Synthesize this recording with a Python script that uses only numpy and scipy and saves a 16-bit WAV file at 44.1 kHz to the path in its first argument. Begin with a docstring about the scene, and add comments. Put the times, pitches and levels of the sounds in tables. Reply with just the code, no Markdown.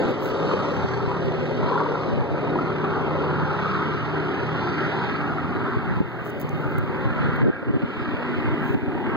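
"""A four-engined piston aircraft climbs away past an airfield fence, heard by a hand-held camera in a breeze.
From the start, crank and propeller tones drone inside noise pulsed by nine-cylinder firing; hard barks ring
as damped sines, moving air makes the colour drift, and noise eddies buffet two close capsules over a faint hiss.
Ticks and rubbing at the grip gather after 6 s; the hardest gusts, at 6 s and from 7.4 s, pull the gain down.
Near 7.8 s the camera swings aside and the colour shifts; a delayed difference of capsules forms each channel."""
import sys
import numpy as np
from scipy import signal
from scipy.fft import rfft, irfft
from scipy.io import wavfile
from scipy.ndimage import uniform_filter1d

SR = 44100
rng = np.random.default_rng(int(sys.argv[2]) if len(sys.argv) > 2 else 0)


def store_wav(level_fs):
    """Save 16-bit WAV to argv[1]."""
    pcm = np.round(np.clip(np.atleast_2d(level_fs), -1, 1) * 32767)
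    wavfile.write(sys.argv[1], SR, pcm.T.astype(np.int16))


N = 403956
T = np.arange(N) / SR  # time [s]

# All levels are relative: later stages add their own gains.
# Capsule self-noise spectrum above 500 Hz: f/Hz, level/dB
HISS_SPECTRUM = [(3000, 10), (8000, -6), (11000, -7.5), (15500, 0.5)]
HISS_DB = -72
# Breeze strength: t/s, level/dB
BREEZE = [(0, -39), (1.4, -32), (2.7, -41.5), (3.5, -32), (4.6, -42.5), (5.5, -35), (6.7, -30.5),
          (7.4, -26), (7.95, -33), (8.35, -28), (8.5, -32), (8.9, -25.5), (9.16, -29)]
# Strongest gusts: t/s, length/s, level/dB, side (1 left capsule, -1 right), top of the rumble f/Hz
GUSTS = [(.065, 0.049, -34, -0.32, 330), (1.58, 0.1, -29, .11, 260), (2.05, 0.19, -26, 0.18, 274),
         (2.298, 0.057, -29.5, -.2, 220), (5.6, 0.059, -33.5, .47, 250), (5.83, 0.17, -29.5, -0.19, 220),
         (6.002, .014, -12.5, -1, 170), (6.53, .046, -26, 1, 200), (6.76, 0.088, -25, .5, 230),
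         (7.189, 0.092, -23.5, -.44, 280), (7.398, 0.055, -17.5, -0.42, 332),
         (7.436, 0.073, -13, 0.32, 546), (7.626, 0.011, -21.5, -0.87, 620),
         (7.668, 0.045, -16.5, -1.2, 376), (7.735, .04, -15, -1, 420), (7.822, .03, -18.5, -0.92, 400),
         (8.29, 0.048, -32, -.25, 259), (8.36, 0.035, -26, 0.7, 283), (8.44, 0.11, -26, 0.58, 170),
         (8.688, .028, -32, -0.37, 430), (8.736, 0.029, -17.5, -0.67, 430)]
# Spectrum of wind eddies at a capsule: f/Hz, level/dB
BUFFET = [(25, -29.5), (60, -5.5), (110, 7), (170, -1), (300, -3), (700, -14.5), (1500, -36.5), (4000, -51)]
BUILD_DB_PER_S = 24.5  # a gust builds up and breaks off
# Ticks on the camera body: t/s, level/dB, colour f/Hz
TICKS = [(1.2569, -55, 9000), (6.255, -47, 15500), (6.302, -37, 14560), (6.3995, -32, 13500),
         (6.414, -25.5, 14000), (6.4925, -36.5, 5500), (6.5838, -53, 14740), (6.7125, -42, 15200),
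         (6.784, -31.5, 13500), (7.0716, -51, 12500), (7.363, -43, 13420)]
# Rubbing at the grip: t/s, length/s, level/dB
RUSTLES = [(0.06, 0.081, -59), (0.185, 0.15, -50), (0.69, 0.11, -66), (5.598, 1.65, -61),
           (6.23, 0.072, -52), (6.29, .02, -45), (6.393, 0.045, -45), (8.576, 0.25, -56)]
# Spectrum of the rubbing: f/Hz, level/dB
RUB_SPECTRUM = [(2500, -31), (6000, -2.5), (10000, -12), (12000, -5.5), (15500, 1.5)]
# Hardest exhaust barks: t/s, level/dB, pipe f/Hz
POPS = [(.423, -15.5, 480), (.447, -10, 453), (0.512, -15.5, 1180), (0.537, -6, 473), (1.628, -18, 970),
        (1.627, -12, 520), (1.712, -10, 467), (1.72, -14, 1030), (1.757, -12.5, 960), (1.776, -15, 1000),
        (1.777, -12, 1390), (1.81, -12, 960), (1.861, -12.5, 947), (2.473, -18, 910), (2.556, -14.5, 957),
        (2.588, -11.5, 1283), (3.543, -17, 1340), (3.656, -16, 1265), (3.75, -19, 1390), (5.383, -16, 1326),
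        (8.29, -13, 393), (8.336, -18, 1460)]
# Engine cycle rate as heard, two crank turns a cycle: t/s, f/Hz
CYCLE_RATE = [(0, 17.45), (1.5, 17.36), (3.5, 17.27), (4.5, 17.22), (6, 17.3), (9.16, 17.29)]
# Engines, near ones leading: share off the common speed, level/dB
ENGINES = [(0, -2.5), (-.0025, -8), (.0012, -9), (.004, -6.5)]
# Crank tones: multiple of the cycle rate (nine is the firing rate), level/dB
ORDERS_DB = [(4, -28), (5, -19.5), (6, -29.5), (8, -29.5), (11, -27.5), (13, -34), (15, -27.5), (16, -30),
             (17, -24.5), (18, -27), (21, -29.5), (23, -24), (24, -26), (25, -28.5), (26, -31), (28, -33),
             (30, -28), (31, -32.5), (33, -31.5)]
# Multiples of the cycle rate carried by the strongest tones
LEADING_ORDERS = [7, 9, 14, 22]
# Strongest tones as the engines beat: t/s, level/dB of multiples 7, 9, 14 and 22
BEATING = [(0, -28, -29, -14.5, -25), (.23, -30, -36, -28, -26), (.45, -46, -16, -40, -20),
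           (.95, -12, -13.5, -34, -15.5), (1.5, -17, -18, -10.5, -16.5), (2.05, -24, -14, -30, -23),
           (2.37, -18, -19.5, -32, -22), (2.6, -28, -13, -22, -20.5), (3.1, -26, -16.5, -27, -20),
           (3.6, -25.5, -19.5, -34, -27.5), (4.18, -16.5, -13.5, -26, -27), (4.37, -22, -29, -31, -24),
           (4.5, -18, -14.5, -29, -20.5), (4.9, -26, -21.5, -26.5, -18), (5.4, -27.5, -20, -23.5, -29),
           (5.69, -34, -37, -23.5, -24), (5.9, -25, -15, -23, -23.5), (6.2, -21, -26, -26, -19.5),
           (6.55, -26, -19.5, -24, -19), (7.001, -30, -28, -23, -19.5), (7.299, -40, -16.5, -19, -30.5),
           (8, -28, -36, -23, -23), (8.401, -29, -20, -19, -30.5), (9.16, -30.5, -23, -25, -24.5)]
BLADE_ORDER = 27 / 8  # blade passings per engine cycle
# Blade-passing tone and its overtones: level/dB
BLADES_DB = [-22.5, -30.5, -38, -43, -32, -28]
# Exhaust puffs in firing order: level/dB
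CYLINDERS_DB = [-1, -2.5, -10, -8, 2.5, 0.5, -3, -15.5, -13]
# Flyby: t/s, level/dB, centre of the rasp f/Hz, rasp over the roar level/dB, treble over the roar level/dB
FLYBY = [(0, -25, 1270, 1, 2), (.09, -25, 1240, 2.5, 2), (.17, -29, 1350, 3.5, 2),
         (.55, -26, 1140, 4.5, 6.5), (1.15, -29.5, 1096, 6.5, 3.5), (1.45, -29, 1010, 1.5, 3),
         (1.8, -27.5, 1100, 9, 4.5), (2.2, -29, 1000, 3.5, 1), (2.57, -26.5, 1200, 5, -2),
         (3.2, -26, 1090, 4.5, -1), (3.72, -26, 1265, 6, 3.5), (4.1, -28, 1310, 3, 3),
         (4.5, -26.5, 1310, 3, 3), (4.85, -25.5, 1550, 5.5, 5), (5.1, -26.5, 1400, 3.5, 3.5),
         (5.4, -27, 1330, 1.5, -2), (5.9, -27, 1310, 4, -2.5), (6.45, -26, 1370, -4, -4),
         (6.7, -28.5, 1350, 1, -2.5), (7, -27.5, 1350, 2, -2.5), (7.25, -26, 1480, 4.5, 2),
         (7.45, -27, 1560, 6, -0.5), (7.7, -26.5, 1380, 2, -6), (7.92, -26.5, 1350, -0.5, 0),
         (8.3, -27, 1400, 0, -3.5), (8.6, -26.5, 1300, -2, -7.5), (8.8, -27.5, 1220, -4, -8.5),
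         (9.16, -23, 1380, -3, -12.5)]
RASP_OCTAVES, TREBLE_HZ = 0.32, 2480  # width of the rasp; where the treble begins
# Spectrum of the roar: f/Hz, level/dB
ROAR = [(25, -27.5), (60, -20), (140, -1.5), (230, -9), (390, -13.5), (620, -19.5), (1300, -26.5),
        (2000, -27), (3500, -37.5), (5500, -52.5), (8000, -74.5), (16000, -96)]
# Exhaust pipe resonances: f/Hz, width/Hz, level/dB
PIPES = [(364, 54, 2.5), (580, 21, 1), (888, 112, 3.5), (1335, 112, 5.5), (1605, 45, 4), (1902, 24, 3)]
# Colour change in flying away: f/Hz, slope/(dB per s)
RECEDING = [(130, 0.27), (290, 0.14), (550, -0.43), (970, 0), (1340, 0.33), (1900, 0.5), (4000, 0),
            (7500, -1.9)]
SWING_S, SWING_LENGTH_S = 7.76, 0.76  # middle and length of the camera's swing off the aircraft
# Colour change once turned aside: f/Hz, level/dB
SWUNG = [(130, -6), (290, 6), (550, -0.5), (970, 2.5), (1900, 3), (4000, 6.5)]
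# How far the low drone outweighs the low-mid roar: t/s, level/dB
DRONE_TILT = [(0, -19.5), (.3, -3.5), (.6, 2.5), (1.15, -4), (1.8, -5), (2.3, -7.5), (2.7, -7), (4.0, 1),
              (4.35, -4.5), (4.6, -8), (5.9, 5), (6.6, 4.5), (9.16, -6)]
# Weight of that tilt across the spectrum: f/Hz, share
TILT_SHARE = [(60, 0.07), (140, 0.15), (290, -0.034), (560, -0.26), (850, 0.041)]
BODY_HZ, BODY_OCTAVES = 537, 0.16  # centre and width of the low-mid band
# Low-mid band: t/s, level/dB
BODY = [(0, -2.5), (.3, 6.5), (.8, 3.5), (1.1, 1.5), (1.5, 6), (2.1, 7.5), (2.5, 0.5), (2.9, -2.5),
        (3.2, 4), (3.65, -4), (4.5, -4.5), (5.2, -4.5), (6.4, 1), (7.1, 4), (8, 2), (9.16, -2)]
# Likeness of the roar at the two capsules: f/Hz, correlation
ALIKE = [(100, 0.98), (350, 0.96), (700, 0.93), (1200, 0.69), (2500, 0.51), (4000, 0.73), (7000, 0.77)]
# Phase by which the left capsule leads: f/Hz, phase/rad
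LEAD = [(80, 0), (200, -0.13), (330, 0.14), (500, 0.33), (700, -0.37), (1000, 0.84), (2000, 2), (3500, 5),
        (5000, 7.5), (7000, 18)]
# Left capsule over the right: f/Hz, level/dB
LEFT_DB = [(100, 1.5), (300, 2), (500, 5), (800, 3), (1200, -5.5), (2000, 5), (3500, 4), (6000, 6.5)]
CROSS_DELAY, EDGE_HZ = 16, 15800  # delay between opposed capsules [samples]; upper band edge
LIMIT_DB, LIMIT_SHARE, SENSE_S, RECOVER_DB_PER_S = -20, 0.65, 0.01, 7.5  # gain control


def gain_of(db):
    """Logarithmic level: decibels to amplitude ratio."""
    return 10 ** (np.asarray(db) / 20)


def evened(x):
    """Normalisation: scales to unit rms."""
    return x / np.sqrt(np.mean(x ** 2) + 1e-20)


def read(points, hz):
    """Interpolation on a logarithmic frequency axis."""
    f, value = np.transpose(points)
    return np.interp(np.log(hz + 1), np.log(f + 1), value)


def course(points, t):
    """Linear interpolation in time."""
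    return np.interp(t, *np.transpose(points))


def spectra(x):
    """Short-time Fourier analysis: frequencies, times and spectra."""
    return signal.stft(x, SR, nperseg=1024, noverlap=768)


def sound(z):
    """Fourier synthesis by overlap-add of short-time spectra."""
    return signal.istft(z, SR, nperseg=1024, noverlap=768)[1][..., :N]


def coloured(points, channels):
    """Spectral shaping: white noise weighted by frequency, at unit rms."""
    gain = gain_of(read(points, np.fft.rfftfreq(N, 1 / SR)))
    return evened(irfft(rfft(rng.standard_normal((channels, N))) * gain, N))


def drift(t, hz):
    """Slow fluctuation at unit rms: random-phase sines up to hz, the slower the stronger."""
    rates = hz * np.geomspace(.05, 1, 16)
    return evened(sum(np.sin(2 * np.pi * (f * t + rng.random())) / np.sqrt(f) for f in rates))


def smoothed(shape, bins, frames):
    """Random field correlated over neighbouring frequencies and times, at unit rms."""
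    across = uniform_filter1d(rng.standard_normal(shape), bins, axis=0)
    return evened(uniform_filter1d(across, frames, axis=1))


def octave_bump(hz, centre, octaves):
    """Resonance bell: a Gaussian in log frequency."""
    return np.exp(-.5 * (np.log2((hz + 1) / centre) / octaves) ** 2)


def add(mix, s, part):
    """Superposition: mixes a short sound in at time s."""
    place = mix[:, round(s * SR):][:, :part.shape[1]]
    place += part[:, :place.shape[1]]


def excerpt(x, s, length):
    """Windowing in time: the stretch of x that starts at s."""
    return x[:, round(s * SR):][:, :round(length * SR)]


def hiss(rise_db_per_s=1.13):
    """Capsule self-noise: a faint, independent treble floor that creeps up with time."""
    return coloured([(500, -55.5)] + HISS_SPECTRUM, channels=2) * gain_of(HISS_DB + rise_db_per_s * T)


def wind(lumpy_db=7.0, gust_lumpy_db=3.0, lump_s=0.012):
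    """Turbulent pressure: eddies unrelated left and right form a lumpy breeze and separate gusts."""
    lumps = uniform_filter1d(rng.standard_normal((2, N)), round(lump_s * SR))
    eddies = coloured(BUFFET, channels=2) * evened(gain_of(gust_lumpy_db * evened(lumps)))
    breeze = coloured(BUFFET, channels=2) * evened(gain_of(lumpy_db * evened(lumps[::-1])))
    out = signal.lfilter(*signal.butter(2, 260, fs=SR), breeze) * gain_of(course(BREEZE, T))
    for s, length, db, side, reach_hz in GUSTS:
        band = signal.butter(2, [0.31 * reach_hz, reach_hz], "band", fs=SR)
        gust = signal.lfilter(*band, excerpt(eddies, s, length))
        size = gust.shape[1]
        gust = gust * signal.windows.tukey(size, .25) * gain_of(BUILD_DB_PER_S * T[:size])
        gust = np.array([evened(channel) for channel in gust])
        side = np.clip(side, -1, 1)
        balance = np.sqrt([[1 + side], [1 - side]])
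        add(out, s, gain_of(db) * balance * gust)
    return out


def handling(tick_s=0.00092, grain_db=2.0, tick_db=4, body=0.36, far=0.44):
    """Structure-borne sound: ticks and grainy rubbing carried through the case to both capsules."""
    out, t = np.zeros((2, N)), np.arange(600) / SR
    grain = evened(gain_of(grain_db * evened(uniform_filter1d(rng.standard_normal(N), 130))))
    rub = coloured(RUB_SPECTRUM, channels=2) * grain
    broad = signal.butter(2, 2500, "high", fs=SR)
    for (s, db, hz), burst in zip(TICKS, rng.standard_normal((len(TICKS), len(t)))):
        band = signal.butter(2, [0.9 * hz, min(1.5 * hz, .45 * SR)], "band", fs=SR)
        snap = np.outer([1, far], burst * np.exp(-t / tick_s))  # nearer the left capsule
        # a broad snap under the ring
        tick = signal.lfilter(*band, snap) + body * signal.lfilter(*broad, snap)
        add(out, s, gain_of(db + tick_db) * tick / abs(tick).max())
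    for s, length, db in RUSTLES:
        rustle = excerpt(rub, s, length)
        add(out, s, gain_of(db) * rustle * signal.windows.tukey(rustle.shape[1], .95))
    return out


def pops(t60=0.048, rise_s=.0008, left_db=-4.5, right_db=-8.5):
    """Damped resonance: single hard firings each ring one exhaust pipe briefly."""
    out, t = np.zeros((2, N)), np.arange(2000) / SR
    envelope = gain_of(-60 * t / t60) * np.minimum(t / rise_s, 1)
    balance_db = np.array([[left_db], [right_db]])
    for (s, db, hz), turn in zip(POPS, rng.random(len(POPS))):
        late = np.array([[0], [read(LEAD, hz)]])
        ring = np.sin(2 * np.pi * (hz * t + turn) - late) * envelope
        add(out, s, gain_of(db + balance_db) * ring)
    return out


def order_tones(cycles, waver, near_db, tone_db=3, waver_db=4.5):
    """Harmonic radiation of one engine: sines at multiples of its cycle, each swelling in its own time."""
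    tones = np.zeros(len(cycles))
    blades = [(BLADE_ORDER * (k + 1), db) for k, db in enumerate(BLADES_DB)]
    for multiple, db in ORDERS_DB + blades:
        swell_db = waver_db * np.roll(waver, rng.integers(len(cycles)))
        gain = gain_of(db + near_db + tone_db + swell_db)
        tones += gain * np.sin(2 * np.pi * (multiple * cycles + rng.random()))
    return tones


def puff_power(cycles, near_db, puff=0.64, uneven_db=3.0):
    """Pulsed efflux of one engine: each uneven firing decays over puff firing intervals; its power."""
    firings = len(CYLINDERS_DB) * cycles
    number = firings.astype(int)
    strength = gain_of(np.add(CYLINDERS_DB, near_db))[number % len(CYLINDERS_DB)]
    strength *= gain_of(uneven_db * np.clip(rng.standard_normal(2000), -3, 2))[number % 2000]
    return (strength * np.exp(-(firings % 1) / puff)) ** 2


def beating_tones(slow, stray=.005, flutter_db=3.0, slip=0.091):
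    """Interference: the strongest tones swell and sink, with wandering phase, as the engines beat."""
    speed = course(CYCLE_RATE, slow) * (1 + stray * drift(slow, 4))
    cycles = np.cumsum(speed) * 16 / SR
    tones = np.zeros(len(slow))
    s, *beats = np.transpose(BEATING)
    for multiple, db in zip(LEADING_ORDERS, beats):
        gain = gain_of(np.interp(slow, s, db) + flutter_db * drift(slow, 12))
        tones += gain * np.sin(2 * np.pi * multiple * cycles + slip * multiple * drift(slow, 8))
    return tones


def engines(fade_db_per_s=1.0, wobble=0.003):
    """Superposition of four detuned engines: their tones, and the amplitude of their summed puff power."""
    slow = T[::16]  # the tones are low, so a sixteenth of the sample rate carries them
    waver = drift(slow, 14)
    tones, power = np.zeros(len(slow)), np.zeros(N)
    for detune, near_db in ENGINES:
        speed = course(CYCLE_RATE, slow) * (1 + detune + wobble * drift(slow, 3))
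        cycles = np.cumsum(speed) * 16 / SR + rng.random()
        tones += order_tones(cycles, waver, near_db)
        power += puff_power(np.interp(T, slow, cycles), near_db)
    tones *= gain_of(-fade_db_per_s * slow)
    tones += beating_tones(slow)
    return signal.resample_poly(tones, 16, 1)[:N], evened(np.sqrt(power))


def turbulence(shape, patchy_db=1.5, fleck_db=2.0, burst_db=0.69):
    """Scattering: turbulence along the path focuses and scatters the roar, as gains in time and frequency."""
    patches = smoothed(shape, bins=4, frames=30)
    flecks = smoothed(shape, bins=2, frames=14)
    bursts = smoothed(shape, bins=14, frames=5)
    return gain_of(patchy_db * patches + fleck_db * flecks + burst_db * bursts)


def path_colour(hz, t, swung, rasp_hz, rasp_db, treble_db, focus=0.093):
    """Source-filter principle: the roar's spectrum, pipe resonances and drifting path colour add in dB."""
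    colour = rasp_db * octave_bump(hz[:, None], rasp_hz, RASP_OCTAVES)
    colour += np.outer(1 / (1 + (TREBLE_HZ / (hz + 1)) ** 4), treble_db)
    colour += np.outer(read(RECEDING, hz), t - t.mean())
    colour += np.outer(read(SWUNG, hz), swung)
    colour += np.outer(read(TILT_SHARE, hz), course(DRONE_TILT, t))
    colour += np.outer(octave_bump(hz, BODY_HZ, BODY_OCTAVES), course(BODY, t))
    pipes = sum(db * np.exp(-.5 * ((hz - f) / width) ** 2) for f, width, db in PIPES)
    swell = np.clip(1 + focus * colour, .2, 2)  # a favoured register shows its pipes more sharply
    return read(ROAR, hz)[:, None] + pipes[:, None] * swell + colour


def aircraft(level_db=24, puffy_hz=450, steady=0.71, turn=0.035, swing_left_db=-1.0):
    """Partial coherence: roar and tones, coloured by the air, reach two capsules with phase and level offsets."""
    tones, puffs = engines()
    steady_noise = rng.standard_normal((2, N))
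    puffed_noise = puffs * rng.standard_normal((2, N))
    hz, t, (drone, wash, wash2, bark, bark2) = spectra(np.vstack([tones, steady_noise, puffed_noise]))
    share = (1 - steady) * (hz ** 2 / (hz ** 2 + puffy_hz ** 2))[:, None]  # puffs are heard high up
    eddies = turbulence(drone.shape)
    direct = drone + eddies * (np.sqrt(1 - share) * wash + np.sqrt(share) * bark)
    scattered = eddies * (np.sqrt(1 - share) * wash2 + np.sqrt(share) * bark2)

    s, loud_db, *columns = np.transpose(FLYBY)
    rasp_hz, rasp_db, treble_db = (np.interp(t, s, column) for column in columns)
    swung = np.clip((t - SWING_S) / SWING_LENGTH_S + .5, 0, 1)
    db = path_colour(hz, t, swung, rasp_hz, rasp_db, treble_db)

    alike = read(ALIKE, hz)[:, None]
    late = np.exp(-1j * read(LEAD, hz)[:, None] * (1 - turn * t))  # the bearing swings toward the front
    right = alike * late * direct + np.sqrt(1 - alike ** 2) * scattered
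    tilt = gain_of((read(LEFT_DB, hz)[:, None] + swing_left_db * swung) / 2)
    pair = sound(gain_of(db) * np.array([direct * tilt, right / tilt]))
    return pair * gain_of(level_db + np.interp(T, s, loud_db))


def scene():
    """Superposition of pressures at the left and right capsules."""
    return aircraft() + pops() + wind() + handling() + hiss()


def record(dry, ceiling=.44):
    """Pressure-gradient directivity by delayed difference, then gain control, soft limiting and a low-pass."""
    aimed = dry - np.pad(dry[::-1], ((0, 0), (CROSS_DELAY, 0)))[:, :N]
    keep = np.exp(-1 / (SENSE_S * SR))
    power = signal.lfilter([1 - keep], [1, -keep], aimed ** 2).max(0)  # louder channel rules both
    power_db = 10 * np.log10(power + 1e-12)
    # a running maximum on a rising slope: the cut deepens at once and recovers steadily
    slope_db = RECOVER_DB_PER_S * T
    cut_db = LIMIT_SHARE * np.maximum(power_db - LIMIT_DB, 0) + slope_db
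    aimed = aimed / gain_of(np.maximum.accumulate(cut_db) - slope_db)
    aimed = aimed / (1 + (aimed / ceiling) ** 4) ** .25
    low_pass = signal.firwin(511, EDGE_HZ, window=("kaiser", 9), fs=SR)
    return signal.oaconvolve(aimed, low_pass[None], "same")


dry = scene()
out = record(dry)
store_wav(out)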